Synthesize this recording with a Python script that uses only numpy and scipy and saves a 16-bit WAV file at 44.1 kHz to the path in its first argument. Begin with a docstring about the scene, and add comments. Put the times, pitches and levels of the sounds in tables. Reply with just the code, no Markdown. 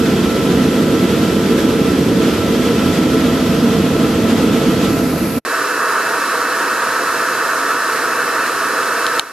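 """A smithy. Close by, a blower-fed forge roars: flame and air jet sound through a resonant chamber.
Its door swings shut at about 3 s, shifting the resonances; near 5 s the roar dies down.
After a short silence, at the anvil: the blower's rush, hiss and shaft whine. Tools tick, then at 9.2 s
one hammer blow lands on hot, soft iron, which chokes the ring; the gain control ducks everything."""
import sys
import numpy as np
from scipy import signal
from scipy.fft import rfft, irfft
from scipy.io import wavfile
from scipy.ndimage import uniform_filter1d

SR = 44100
rng = np.random.default_rng(int(sys.argv[2]) if len(sys.argv) > 2 else 0)


def put_to_file(sound):
    """Save the sound as 16-bit audio at rate SR, in the file named by the first command-line argument."""
    columns = np.atleast_2d(sound).T  # one column per channel
    safe = np.clip(columns, -1, 1)
    whole_steps = np.round(safe * 32767)
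    wavfile.write(sys.argv[1], SR, whole_steps.astype(np.int16))


N = 411012
FRAME, HOP = 2048, 512
TIME_S = np.arange(N) / SR
FRAME_TIME_S = np.arange(N // HOP + 5) * HOP / SR
BIN_HZ = np.fft.rfftfreq(FRAME, 1 / SR)


def gain_of(db):
    """Decibels to amplitude."""
    return 10 ** (np.asarray(db) / 20)


def unit_rms(x):
    """Scale to rms 1."""
    return x / np.sqrt(np.mean(x ** 2) + 1e-20)


def since(start_s, t):
    """Seconds since the start, zero before it."""
    return np.maximum(t - start_s, 0)


def follow(curve, t):
    """Curve value at times t."""
    return np.interp(t, *np.transpose(curve))


def swing(curve, t):
    """Curve value at times t, less its mean."""
    return follow(curve, t) - follow(curve, np.linspace(curve[0][0], curve[-1][0])).mean()


def spectrum(points):
    """Value per bin, interpolated over log frequency."""
    hz, value = np.transpose(points)
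    return np.interp(np.log(BIN_HZ + 1), np.log(hz + 1), value)


def resonance(hz, width_hz):
    """Bell of height 1; full width at half height."""
    return .5 ** ((2 * (BIN_HZ - hz) / width_hz) ** 2)


def wander(rate_hz):
    """Random drift, rms 1, rolled off above the rate."""
    size, step_s = N // 64 + 2, 64 / SR
    lowpass = np.exp(-(np.fft.rfftfreq(size, step_s) / rate_hz) ** 2)
    drift = irfft(rfft(rng.standard_normal(size)) * lowpass, size)
    return np.interp(TIME_S, np.arange(size) * step_s, unit_rms(drift))


def pan(x, left_db):
    """Stereo, with left_db of left over right."""
    return x * gain_of([[left_db / 2], [-left_db / 2]])


def turbulence(colour_db, coherence, phase):
    """Coloured stereo noise; random short patches of the spectrum swell and dip, a faint swirl."""
    a, b, c, d, patches = rng.standard_normal((5, len(FRAME_TIME_S), len(BIN_HZ)))
    patches = uniform_filter1d(patches, size=4, axis=0)
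    patch_db = .7 * unit_rms(uniform_filter1d(patches, size=20, axis=1))
    shared = np.clip(spectrum(coherence), -1, 1)
    left = a + 1j * b
    right = (shared * left + np.sqrt(1 - shared ** 2) * (c + 1j * d)) * np.exp(-1j * spectrum(phase))
    frames = np.array([left, right]) * gain_of(colour_db + patch_db)
    noise = signal.istft(frames.transpose(0, 2, 1), nperseg=FRAME, noverlap=FRAME - HOP)[1][:, :N]
    return noise / noise.mean(0).std()


# Left-right likeness at the forge: (frequency [Hz], coherence [0-1])
FORGE_COHERENCE = [(30, 1), (400, 0.98), (800, 0.83), (1150, 0.64), (1400, 0.64), (1650, 0.17),
                   (1900, 0.75), (2500, 0.97), (3100, 0.74), (3700, 0.38), (5500, 0.39), (8000, .14),
                   (13000, .14)]
# Left lead at the forge: (frequency [Hz], phase [rad])
FORGE_PHASE_RAD = [(30, 0), (6500, -0.05), (8500, -2), (9300, 1.5), (13000, -5.5)]


def forge_noise(colour_db):
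    """Turbulence with the forge's stereo spread."""
    return turbulence(colour_db, FORGE_COHERENCE, FORGE_PHASE_RAD)


# Forge door: (time [s], opening [0-1])
DOOR_OPENING = [(0, 1), (2.85, 1), (3.2, 0.22), (5.4, 0)]
# Chamber and jet resonances: (frequency [Hz], width [Hz], door open [dB], door shut [dB])
CHAMBER_MODES = [(241.4, 41, 3.5, 3.5), (368, 24, 2.5, -12.5), (451, 34, 9, 7.5), (547, 17, 6, 7.5),
                 (660, 72, 0, 8), (830, 170, 1.5, 3), (1064, 31, 4, 7.5), (1205, 14, 7.5, 9),
                 (1274, 25, 2.5, 8.5), (2150, 170, -1.5, -1), (2590, 96, 2.5, 4)]


def chamber_db():
    """Fire chamber gain per frame and bin; the door reweights its resonances."""
    opening = follow(DOOR_OPENING, FRAME_TIME_S)[:, None]
    return sum(resonance(hz, width_hz) * (opening * open_db + (1 - opening) * shut_db)
               for hz, width_hz, open_db, shut_db in CHAMBER_MODES)


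CHOKE_START_S, CHOKE_DB_PER_S = 3.7, .5
EBB_START_S, ROAR_SAG_DB_PER_S = 4.875, 8.5
# Flame spectrum: (frequency [Hz], relative density [dB])
ROAR_SPECTRUM = [(20, -39), (40, -42), (60, -21), (85, -6.5), (112, -12), (170, -2), (250, -1), (330, -2),
                 (400, -8.5), (500, -9), (600, -18), (780, -26), (1100, -26.5), (2500, -51.5)]


def flame_roar(flicker, level_db=-13.5):
    """Flame in the chamber: weakens slowly behind the shut door, then dies down."""
    choke_db = CHOKE_DB_PER_S * since(CHOKE_START_S, TIME_S)
    sag_db = ROAR_SAG_DB_PER_S * since(EBB_START_S, TIME_S)
    roar = forge_noise(spectrum(ROAR_SPECTRUM) + chamber_db())
    return roar * gain_of(level_db - choke_db - sag_db + .15 * flicker)


# Air jet strength: (time [s], relative level [dB])
JET_STRENGTH = [(0, -29.1), (0.45, -28.5), (0.85, -29.2), (1.2, -28.3), (1.6, -28.5), (2.07, -30.5),
                (2.28, -28), (2.5, -28.5), (2.85, -27.5), (3.05, -28.5), (4.1, -29.0), (4.45, -28.5),
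                (4.7, -29)]


def jet_db(t, flare_at_s=4.845, flare_s=.035, flare_db=2.2):
    """Jet strength about its mean, with one flare before the fire ebbs."""
    return swing(JET_STRENGTH, t) + flare_db * np.exp(-((t - flare_at_s) / flare_s) ** 2)


def jet_break(t, break_s=.025):
    """How far the jet's hollow tone has broken off, 0-1."""
    return np.minimum(since(EBB_START_S, t) / break_s, 1)


# Air jet spectrum: (frequency [Hz], relative density [dB])
RUSH_SPECTRUM = [(400, 3), (800, -0.5), (1100, -3.5), (1400, 5), (1700, 1), (2500, -1.5), (3300, -2.5),
                 (4300, -4.5), (5400, -6), (6500, -9), (8000, -10), (9300, -16.5), (13500, -38)]


def jet_rush(flow_db, flicker, level_db=-24.5):
    """Air jet through the chamber; its hollow tone follows the jet and breaks off at the ebb."""
    height_db = 2.5 + .76 * jet_db(FRAME_TIME_S) - 6 * jet_break(FRAME_TIME_S)
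    hollow_db = height_db[:, None] * resonance(hz=3340, width_hz=700)
    rush = forge_noise(spectrum(RUSH_SPECTRUM) + chamber_db() + hollow_db)
    return rush * gain_of(level_db + flow_db + .65 * flicker)


# Jet fizz spectrum: (frequency [Hz], relative density [dB])
FIZZ_SPECTRUM = [(5000, -19), (8500, -13.5), (10000, -4.5), (11300, 3), (13400, -1), (15000, -30)]


def jet_fizz(flicker, level_db=-40, rise_db_per_s=8):
    """High fizz driven by the jet; steps up and keeps rising as the fire ebbs."""
    rise_db = 2.3 * jet_break(TIME_S) + rise_db_per_s * since(EBB_START_S, TIME_S)
    fizz = forge_noise(spectrum(FIZZ_SPECTRUM))
    return fizz * gain_of(level_db + 1.1 * jet_db(TIME_S) + rise_db + .7 * flicker)


# Blower whine: (order [x shaft speed], base level at forge [dB], level at anvil [dB])
WHINE_ORDERS = [(1, -31, -60), (2, -37, -56), (3, -40, -60), (4, -33.5, -26), (5, -50, -62), (6, -46, -53),
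                (8, -60, -37.5), (10, -50, -64), (12, -60, -44), (16, -66, -54), (20, -66, -46)]


def blower_whine(place, shaft_hz, waver_hz, scatter, scatter_hz):
    """Shaft harmonics; moving air scatters part of each line, so it fades and blurs."""
    turns = np.cumsum(shaft_hz + waver_hz * wander(rate_hz=12.45)) / SR
    out = np.zeros(N)
    for order, forge_db, anvil_db in WHINE_ORDERS:
        angle = 2 * np.pi * (order * turns + rng.random())
        in_phase = (1 + scatter * wander(scatter_hz)) * np.sin(angle)
        quadrature = scatter * wander(scatter_hz) * np.cos(angle)
        out += gain_of(forge_db if place == "forge" else anvil_db) * unit_rms(in_phase + quadrature)
    return out


def forge(flow_sag_db_per_s=5.5):
    """The unsteady flame shakes roar, rush and fizz together; rush and whine follow the airflow."""
    flicker = wander(rate_hz=22)
    flow_db = jet_db(TIME_S) - flow_sag_db_per_s * since(EBB_START_S, TIME_S)
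    roar = flame_roar(flicker)
    rush = jet_rush(flow_db, flicker)
    fizz = jet_fizz(flicker)
    whine = blower_whine("forge", shaft_hz=331.7, waver_hz=.5, scatter=.38, scatter_hz=35)
    whine *= gain_of(flow_db + .35)
    return pan(roar + whine, left_db=-1.6) + pan(rush, left_db=-.6) + pan(fizz, left_db=-1)


# Blower rush spectrum: (frequency [Hz], relative density [dB])
BLOWER_SPECTRUM = [(20, -42), (65, -40), (110, -28), (190, -18), (290, -6), (470, -5.5), (700, -10),
                   (810, -11), (920, -3), (1150, 1), (1520, 2), (1830, -3), (1950, -14.5), (3200, -40)]
# Blower hiss spectrum: (frequency [Hz], relative density [dB])
HISS_SPECTRUM = [(800, -8), (2000, 7), (2650, 5), (3250, 0.5), (3800, 1), (4450, 4), (4900, 2), (5450, 5),
                 (6000, -0.5), (7300, 1), (9000, -1), (11500, 0.5), (13500, -4)]
# Peaks and dips of housing and ground echo: (frequency [Hz], width [Hz], gain [dB])
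HOUSING_BANDS = [(136, 28, 8), (342, 53, -3), (487, 83, 5.5), (588, 64, -8.5), (648, 77, 7), (724, 30, -6),
                 (847, 40, -10), (1025, 66, -5.5), (1342, 52, -23), (1630, 88, -2), (2070, 65, -13)]
# Slow swell of the rush: (time [s], relative level before swell_depth [dB])
RUSH_SWELL = [(5.6, -17.5), (5.9, -16), (6.45, -16.5), (7.3, -16.5), (7.8, -16.5), (8.25, -16.5),
              (8.6, -17), (8.75, -16.5), (9.05, -17)]
# Left-right likeness at the anvil: (frequency [Hz], coherence [0-1])
ANVIL_COHERENCE = [(80, 0.6), (350, 0.99), (1600, 0.96), (2400, 0.9), (2900, 1), (4000, 0.56), (5000, 0.7),
                   (6200, .2), (9000, .17), (13000, 0.65)]
# Left lead at the anvil: (frequency [Hz], phase [rad])
ANVIL_PHASE_RAD = [(30, 0.5), (3000, -0.4), (4500, -0.8), (6500, -2), (9000, -2.5), (12000, -2)]


def blower(rush_db=-18, hiss_db=-27.5, swell_depth=1.3):
    """From the anvil: air rushing through the fan housing, its hiss and the blades' whine."""
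    housing_db = sum(db * resonance(hz, width_hz) for hz, width_hz, db in HOUSING_BANDS)
    rush = turbulence(spectrum(BLOWER_SPECTRUM) + housing_db, ANVIL_COHERENCE, ANVIL_PHASE_RAD)
    rush *= gain_of(rush_db + swell_depth * swing(RUSH_SWELL, TIME_S))
    hiss = turbulence(spectrum(HISS_SPECTRUM), ANVIL_COHERENCE, ANVIL_PHASE_RAD)
    hiss *= gain_of(hiss_db + .4 * wander(rate_hz=6.7))
    whine = blower_whine("anvil", shaft_hz=329.2, waver_hz=.35, scatter=.45, scatter_hz=24)
    return pan(rush + whine, left_db=-1.4) + pan(hiss, left_db=-.9)


# Tool ticks, then the hammer: (time [s], gain [dB], ring t60 scale [x], low-pass [Hz])
CONTACTS = [(8.8323, -15, 1.5, 9000), (9.0662, -2.5, .75, 11000), (9.0780, -16, 1.2, 4500),
            (9.1953, 12.5, 1.0, 16000)]
# Steel modes, damped by the hot iron: (frequency [Hz], relative level [dB], base t60 [s])
STEEL_MODES = [(845, -6, .013), (1577, -6, .013), (2245, -8, .011), (3068, 0, .011), (3500, -6, .008),
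               (3850, -2, .009), (4258, -2, .01), (5300, -7, .007), (6400, -8, .009), (7500, -9, .008),
               (9265, -8, .004), (10610, -11, .0044)]


def anvil(crack_db=-13, crack_t60_s=.011, yard_db=-42, yard_t60_s=.12):
    """Each contact: a crack, a choked ring and faint scatter from the yard; duller when light."""
    out, t = np.zeros((2, N)), np.arange(SR // 4) / SR
    noise_envelope = gain_of(crack_db - 60 * t / crack_t60_s) + gain_of(yard_db - 60 * t / yard_t60_s)
    for start_s, gain_db, t60_scale, lowpass_hz in CONTACTS:
        ring = np.zeros((2, len(t)))
        for hz, mode_db, t60_s in STEEL_MODES:
            cycles = hz * t + rng.random() + rng.random((2, 1)) / 6  # small left-right offset
            ring += gain_of(mode_db - 60 * t / (t60_s * t60_scale)) * np.sin(2 * np.pi * cycles)
        contact = ring / abs(ring).max() + noise_envelope * rng.standard_normal((2, len(t)))
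        contact = signal.lfilter(*signal.butter(2, lowpass_hz, fs=SR), contact)
        span = out[:, round(start_s * SR):][:, :len(t)]
        span += gain_of(gain_db) * contact[:, :span.shape[1]]
    return out


def scene(forge_end_s=5.386, anvil_start_s=5.45):
    """The forge, a moment of silence, then the anvil."""
    fade_db = np.clip((TIME_S - forge_end_s) * 2500, 0, 55)
    at_forge = gain_of(-fade_db) * (TIME_S < anvil_start_s)
    at_anvil = TIME_S >= anvil_start_s
    return forge() * at_forge + blower() * at_anvil + anvil()


def record(dry, instant_share=.45, settle_s=.022, release_db_per_s=8, low_cut_hz=35, edge_hz=13250):
    """Low cut; gain control grabs an overload, settles deeper, lets go slowly; clipping; band limit."""
    heard = signal.sosfilt(signal.butter(2, low_cut_hz, "high", fs=SR, output="sos"), dry)
    overload_db = np.maximum(20 * np.log10(abs(heard).max(0) / .9 + 1e-9), 0)
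    release_db = release_db_per_s * TIME_S
    held_db = np.maximum.accumulate(overload_db + release_db) - release_db
    pole = np.exp(-1 / (settle_s * SR))
    settled_db = signal.lfilter([1 - pole], [1, -pole], held_db)
    duck_db = instant_share * held_db + (1 - instant_share) * settled_db
    clipped = np.clip(heard / gain_of(duck_db), -.92, .92)
    band_limit = signal.firwin(511, edge_hz, window=("kaiser", 9), fs=SR)
    return signal.oaconvolve(clipped, band_limit[None], "same")


dry = scene()
out = record(dry)
put_to_file(out)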